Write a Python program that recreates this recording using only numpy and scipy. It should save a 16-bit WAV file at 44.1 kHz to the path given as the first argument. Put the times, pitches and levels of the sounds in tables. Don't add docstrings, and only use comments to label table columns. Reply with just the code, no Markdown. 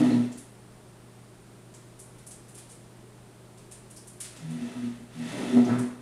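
import sys
import numpy as np
from scipy import signal
from scipy.fft import rfft, irfft, next_fast_len
from scipy.io import wavfile
from scipy.ndimage import map_coordinates

SR = 44100
rng = np.random.default_rng(int(sys.argv[2]) if len(sys.argv) > 2 else 0)


def master(y):
    cut = np.clip(np.atleast_2d(y).T, -1, 1)
    pcm = np.round(cut * 32767)
    wavfile.write(sys.argv[1], SR, pcm.astype(np.int16))


N = 265041
TIME = np.arange(N) / SR
SWINGS_PER_SLIP = 2


# (time [s], rise [s], hold [s], t60 [s], pitch [Hz], level [dB], subharmonic [dB])
CATCHES = [(0.0, 0.031, 0.054, 0.13, 249.9, -20, -39), (0.092, 0.048, 0.069, 0.36, 242.8, -21.5, -33.5),
           (4.443, 0.11, .01, 0.54, 242.9, -34.5, -57), (4.589, .045, 0.018, .25, 238.8, -31, -49.5),
           (4.733, 0.04, 0.022, 0.32, 247.8, -34.5, -50), (4.79, 0.071, 0.021, 0.3, 239.5, -29.5, -48),
           (4.981, .04, 0.018, 0.29, 238.4, -46.5, -68), (5.133, 0.097, 0.023, 0.18, 240, -34, -58),
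           (5.446, 0.081, .02, .3, 245.2, -32.5, -44), (5.507, 0.078, 0.029, .2, 244.8, -14, -37.5),
           (5.68, 0.032, 0.021, 0.28, 240.4, -23, -31.5), (5.765, 0.021, 0.028, .15, 247.6, -29, -34.5),
           (5.799, 0.025, 0.014, 0.48, 244.9, -29, -60)]
# (ratio to the frame's pitch, relative level [dB])
GROAN_PARTIALS = [(1.5, -23.5), (2.0, -32)]
def groan(cycles, rough_db=1.16):
    frame_gain, below_gain = 0, 0
    for start, rise, hold, t60, _, frame_db, below_db in CATCHES:
        shape = swell(start, rise, hold, t60)
        frame_gain = np.maximum(frame_gain, amp(frame_db) * shape)
        below_gain = np.maximum(below_gain, amp(below_db) * shape)
    note = amp(rough_db * drift(65)) * tone(cycles)
    overtones = sum(amp(db + 2 * drift(50)) * tone(cycles * ratio + 0.095 * drift(45))
                    for ratio, db in GROAN_PARTIALS)
    below = amp(0.77 * drift(32)) * tone(cycles / SWINGS_PER_SLIP + 0.027 * drift(25))
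    return frame_gain * (note + overtones) + below_gain * below


def chair():
    pitch, = in_time([(start + rise, hz) for start, rise, _, _, hz, _, _ in CATCHES])
    cycles = np.cumsum(pitch * (1 + 0.008 * drift(60))) / SR
    return groan(cycles) + scrape(cycles) + chatters()


def friction(cycles, load, lock_load=0.5, full_load_share=0.39):
    locked = np.clip(full_load_share * (load - lock_load) / (1 - lock_load), 0, 1)
    releases = np.diff(np.floor(cycles / SWINGS_PER_SLIP + 0.024 * drift(120)), prepend=0)
    slips = rms_one(releases * amp(3.5 * drift(110)))
    return np.sqrt(locked) * slips + np.sqrt(1 - locked) * grains(per_s=700, spread_db=0)


# (time [s], level [dB])
SHOVE_SPEED = [(0, -38), (.02, -42.5), (.13, -45), (.27, -54), (.42, -66.5), (.6, -92)]
PULL_SPEED = [(4.25, -85), (4.34, -60), (4.69, -51.5), (4.88, -54), (5.08, -67.5), (5.16, -54),
              (5.3, -44.5), (5.43, -43), (5.58, -44.5), (5.65, -49), (5.7, -46), (5.83, -53), (6.01, -67.5)]
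# (time [s], load [0-1])
FOOT_LOAD = [(0, 1), (.14, 0.78), (.27, 0.64), (.6, 0.9), (4.3, 0.16), (5.3, 0.11), (5.43, 0.62),
             (5.5, 0.48), (5.57, 1), (5.68, 1), (5.9, .7)]
# (frequency [Hz], relative level [dB])
JUDDER_SPECTRUM = [(103, -32), (121, 1), (200, 1.5), (280, 5.5), (380, -3), (500, -2.5), (700, -7),
                   (1000, -20.5), (1500, -24), (3000, -63)]
RASP_SPECTRUM = [(600, -3.5), (1100, -7), (1500, -4), (1950, -1), (2400, -5.5), (3000, -7), (4000, -9),
                 (7000, -28)]
GRIT_SPECTRUM = [(1800, -2), (3400, 5), (4500, 0.5), (6000, 1), (8000, -1), (9800, 1), (11000, -8),
                 (12500, -15), (15500, -30)]
def scrape(cycles):
    speed_db, = in_time(SHOVE_SPEED + PULL_SPEED)
    load, = in_time(FOOT_LOAD)
    judder_db, grit_db = 1.5 + 15 * load, -2.5 - 1.5 * load
    force = friction(cycles, load)
    judder = amp(judder_db) * through_chair(force, JUDDER_SPECTRUM, wet_db=-1.5)
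    rasp = through_chair(grains(per_s=1200, spread_db=-1), RASP_SPECTRUM, wet_db=0)
    sand = grains(per_s=3000, spread_db=0.5) + 0.12 * grains(per_s=130, spread_db=4)
    grit = amp(grit_db) * through_chair(sand, GRIT_SPECTRUM, wet_db=-5.5)
    return amp(speed_db) * (judder + rasp + grit) + barks(force)


# (frequency [Hz], bandwidth [Hz], gain over the broad response [dB])
WOOD_MODES = [(300, 18, 3.5), (393, 9.2, 3), (467, 17, 4.5), (532, 18, -7), (586, 13, -1), (653, 5.9, 7),
              (728, 27, 1), (870, 29, 3.5), (962, 40, 7.5), (1241, 5.6, 12.5), (1325, 24, 9.5),
              (1460, 18, 4), (1920, 190, 4), (2638, 44, 8.5), (3520, 61, 5), (3900, 72, -3.5)]
def through_chair(force, spectrum, wet_db, room_t60=0.77):
    rung = force + sum((amp(db) - 1) * resonance(force, hz, width) for hz, width, db in WOOD_MODES)
    echoes = signal.fftconvolve(rung, room_tail(room_t60))[:N]
    return colour(rung + amp(wet_db) * echoes, spectrum)


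# (time [s], rise [s], hold [s], t60 [s], pitch [Hz], level [dB])
LEG_NOTES = [(0.0, 0.01, 0.011, .16, 293.4, -19.5), (0.0, 0.0066, .012, 0.26, 157, -32.5),
             (0.031, 0.029, .01, .3, 381.5, -39), (0.08, 0.023, .012, 0.42, 296, -29),
             (0.12, .03, 0.039, 0.21, 159.5, -42), (4.38, 0.13, .012, 0.37, 161, -34),
             (5.13, .07, 0.018, 0.7, 160, -40.5), (5.375, 0.038, 0.01, 0.26, 381, -38),
             (5.499, 0.063, 0.014, 0.34, 381, -29.5), (5.645, .025, 0.0047, 0.3, 378.6, -33.5),
             (5.693, 0.066, 0.017, .2, 160, -42), (5.764, 0.023, 0.0085, 0.38, 382.3, -39)]
def chatters(rough_db=1.3, wobble=0.016):
    clock = np.cumsum(1 + wobble * drift(60)) / SR
    notes = sum(amp(db) * swell(start, rise, hold, t60) * tone(hz * clock + rng.random())
                for start, rise, hold, t60, hz, db in LEG_NOTES)
    return notes * amp(rough_db * drift(55))


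# (time [s], rise [s], hold [s], t60 [s], level [dB])
DIGS = [(0.0, .012, 0.017, 0.63, -50), (5.676, 0.033, 0.019, 0.78, -39.5)]
# (frequency [Hz], relative level [dB])
BARK_SPECTRUM = [(700, 0), (1150, 11), (1350, 7), (1950, 4.5), (2400, 2), (3200, -35)]
def barks(force):
    digging = sum(amp(db) * swell(start, rise, hold, t60) for start, rise, hold, t60, db in DIGS)
    return digging * through_chair(force, BARK_SPECTRUM, wet_db=9.5)


# (time [s], relative snap level [dB], snap pitch [Hz], relative knock level [dB])
HARD_CLICKS = [(0.3183, -44.5, 7300, -50), (0.3746, -38, 9650, -52), (1.7382, -44.5, 7860, -52.5),
               (1.9908, -38, 9400, -55.5), (2.1805, -50.5, 9700, -53.5), (2.265, -37, 9800, -65),
               (2.3076, -39.5, 8300, -49.5), (2.4823, -45.5, 9310, -55), (2.5445, -40.5, 9550, -52),
               (2.576, -40, 9500, -47), (2.6905, -46, 8590, -53), (2.709, -43, 8900, -54),
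               (3.574, -49, 8550, -53.5), (3.7123, -38, 8800, -47.5), (3.902, -42, 9450, -55),
               (3.9622, -40.5, 9260, -54), (4.072, -39, 9580, -56), (4.2028, -28, 9200, -38.5),
               (4.2397, -52, 9610, -40), (4.3618, -46, 8000, -45.5), (4.5016, -45, 9080, -57),
               (5.6449, -47.5, 6130, -42), (5.784, -35.5, 8900, -45)]
# (delay [s], relative level [dB])
CLICK_PATHS = [(0, -7), (.0035, -14), (0.0103, 2.5), (0.0146, -4)]
def clicks(snap_gain_db=26, knock_gain_db=30, paths_db=-10, crack_db=-12):
    out = np.zeros(N + SR)
    for start, snap_db, snap_hz, knock_db in HARD_CLICKS:
        early = 0.45 * room_tail(t60=0.16, build_s=0.0013)
        for delay, db in CLICK_PATHS:
            early[round(delay * SR)] += amp(db + paths_db)
        arrivals = early + room_tail(t60=0.43)
        broad = 0.82 * band(arrivals, 0.75 * snap_hz, 1.327 * snap_hz)
        ring = 0.96 * resonance(arrivals, snap_hz, width=1030)
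        snap = band(broad + ring, 1500, 10660, order=6)
        crack = amp(crack_db) * band(room_tail(t60=0.19, build_s=0.001), 6500, 12200)
        knock = band(room_tail(t60=0.53, build_s=0.0011), 1400, 6400)
        click = amp(snap_db + snap_gain_db) * (snap + crack) + amp(knock_db + knock_gain_db) * knock
        onset = round(start * SR)
        out[onset:onset + len(click)] += click
    return out[:N]


# (time [s], frequency [Hz], bandwidth [Hz], level [dB], t60 [s])
RUBS = [(0.105, 4130, 600, -47.5, 0.44), (0.319, 5660, 600, -66, 0.16), (2.266, 5550, 900, -62, .3),
        (3.961, 5350, 1310, -54, 0.42), (5.647, 6004, 450, -48, 0.093)]
def squeaks(rise_s=0.002):
    out = 0
    for start, hz, width, db, t60 in RUBS:
        age = np.maximum(TIME - start, 0)
        ring = rms_one(band(rng.standard_normal(N), hz - width / 2, hz + width / 2))
        out += ring * amp(db - 60 * age / t60) * (1 - np.exp(-age / rise_s))
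    return out


# (frequency [Hz], level [dB])
HUM_PARTIALS = [(59.8, -80), (119.7, -54.5), (172, -64.5), (176, -77), (204.6, -63), (239.4, -71),
                (371, -70.5), (378, -70), (616, -72)]
def refrigerator():
    return sum(amp(db + 0.2 * drift(2.52)) * tone(hz * TIME + 0.011 * drift(3.27) + rng.random())
               for hz, db in HUM_PARTIALS)


# (frequency [Hz], bandwidth [Hz], level [dB])
WHINE_BANDS = [(7670, 120, -78), (9090, 540, -69.5), (9700, 570, -78.5)]
# (frequency [Hz], relative level [dB])
AIR_SPECTRUM = [(12, -47), (20, -9.5), (64, -7.5), (95, -11.5), (122, -6), (161, -4.5), (196, -7.5),
                (274, -8), (382, -4), (505, -12), (614, -12), (2330, -24), (6360, -29.5), (9130, -27.5),
                (15500, -43)]
def room_tone(air_db=-53.5):
    whine = sum(amp(db) * rms_one(resonance(rng.standard_normal(N), hz, width))
                for hz, width, db in WHINE_BANDS)
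    return whine + amp(air_db) * colour(rng.standard_normal(N), AIR_SPECTRUM)


def room_tail(t60, build_s=0.004):
    t = TIME[:SR // 2]
    tail = rng.standard_normal(len(t)) * amp(-60 * t / t60) * (1 - np.exp(-t / build_s))
    return tail / np.sqrt(np.sum(tail ** 2))


def swell(start, rise, hold, t60):
    age = TIME - start
    attack = np.sin(np.pi / 2 * np.clip(age / rise, 0, 1)) ** 2
    return attack * amp(-60 * np.clip((age - rise - hold) / t60, 0, 2))


def grains(per_s, spread_db):
    sizes = amp(spread_db * np.minimum(rng.exponential(1, N), 4)) * rng.choice([-1, 1], N)
    return rms_one(sizes * (rng.random(N) < per_s / SR))


def drift(rate):
    knots = rng.standard_normal(4000)
    return rms_one(map_coordinates(knots, [TIME * rate + 2], order=3, mode="wrap"))


def colour(x, spectrum):
    hz, db = np.transpose(spectrum)
    size = next_fast_len(N)
    bin_hz = np.maximum(np.arange(size // 2 + 1) * SR / size, 1)
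    gain = amp(np.interp(np.log(bin_hz), np.log(hz), db, left=-90, right=-90))
    return rms_one(irfft(rfft(x, size) * gain, size)[:N])


def resonance(x, hz, width):
    radius = np.exp(-np.pi * width / SR)
    feedback = [1, -2 * radius * np.cos(2 * np.pi * hz / SR), radius ** 2]
    return signal.lfilter(np.array([1, 0, -1]) * (1 - radius ** 2) / 2, feedback, x)


def band(x, low_hz, high_hz, order=2):
    return signal.sosfilt(signal.butter(order, [low_hz, high_hz], "band", fs=SR, output="sos"), x)


def tone(cycles):
    return np.sqrt(2) * np.sin(2 * np.pi * cycles)


def in_time(rows):
    times, *columns = np.transpose(rows)
    return [np.interp(TIME, times, column) for column in columns]


def amp(db):
    return 10 ** (np.asarray(db) / 20)


def rms_one(x):
    return x / np.sqrt(np.mean(x ** 2) + 1e-20)


def scene():
    return (chair() + clicks() + squeaks() + refrigerator() + room_tone())[None, :]


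def record(dry, cutoff_hz=15750):
    return signal.sosfilt(signal.ellip(12, 0.1, 90, cutoff_hz, fs=SR, output="sos"), dry)


dry = scene()
out = record(dry)
master(out)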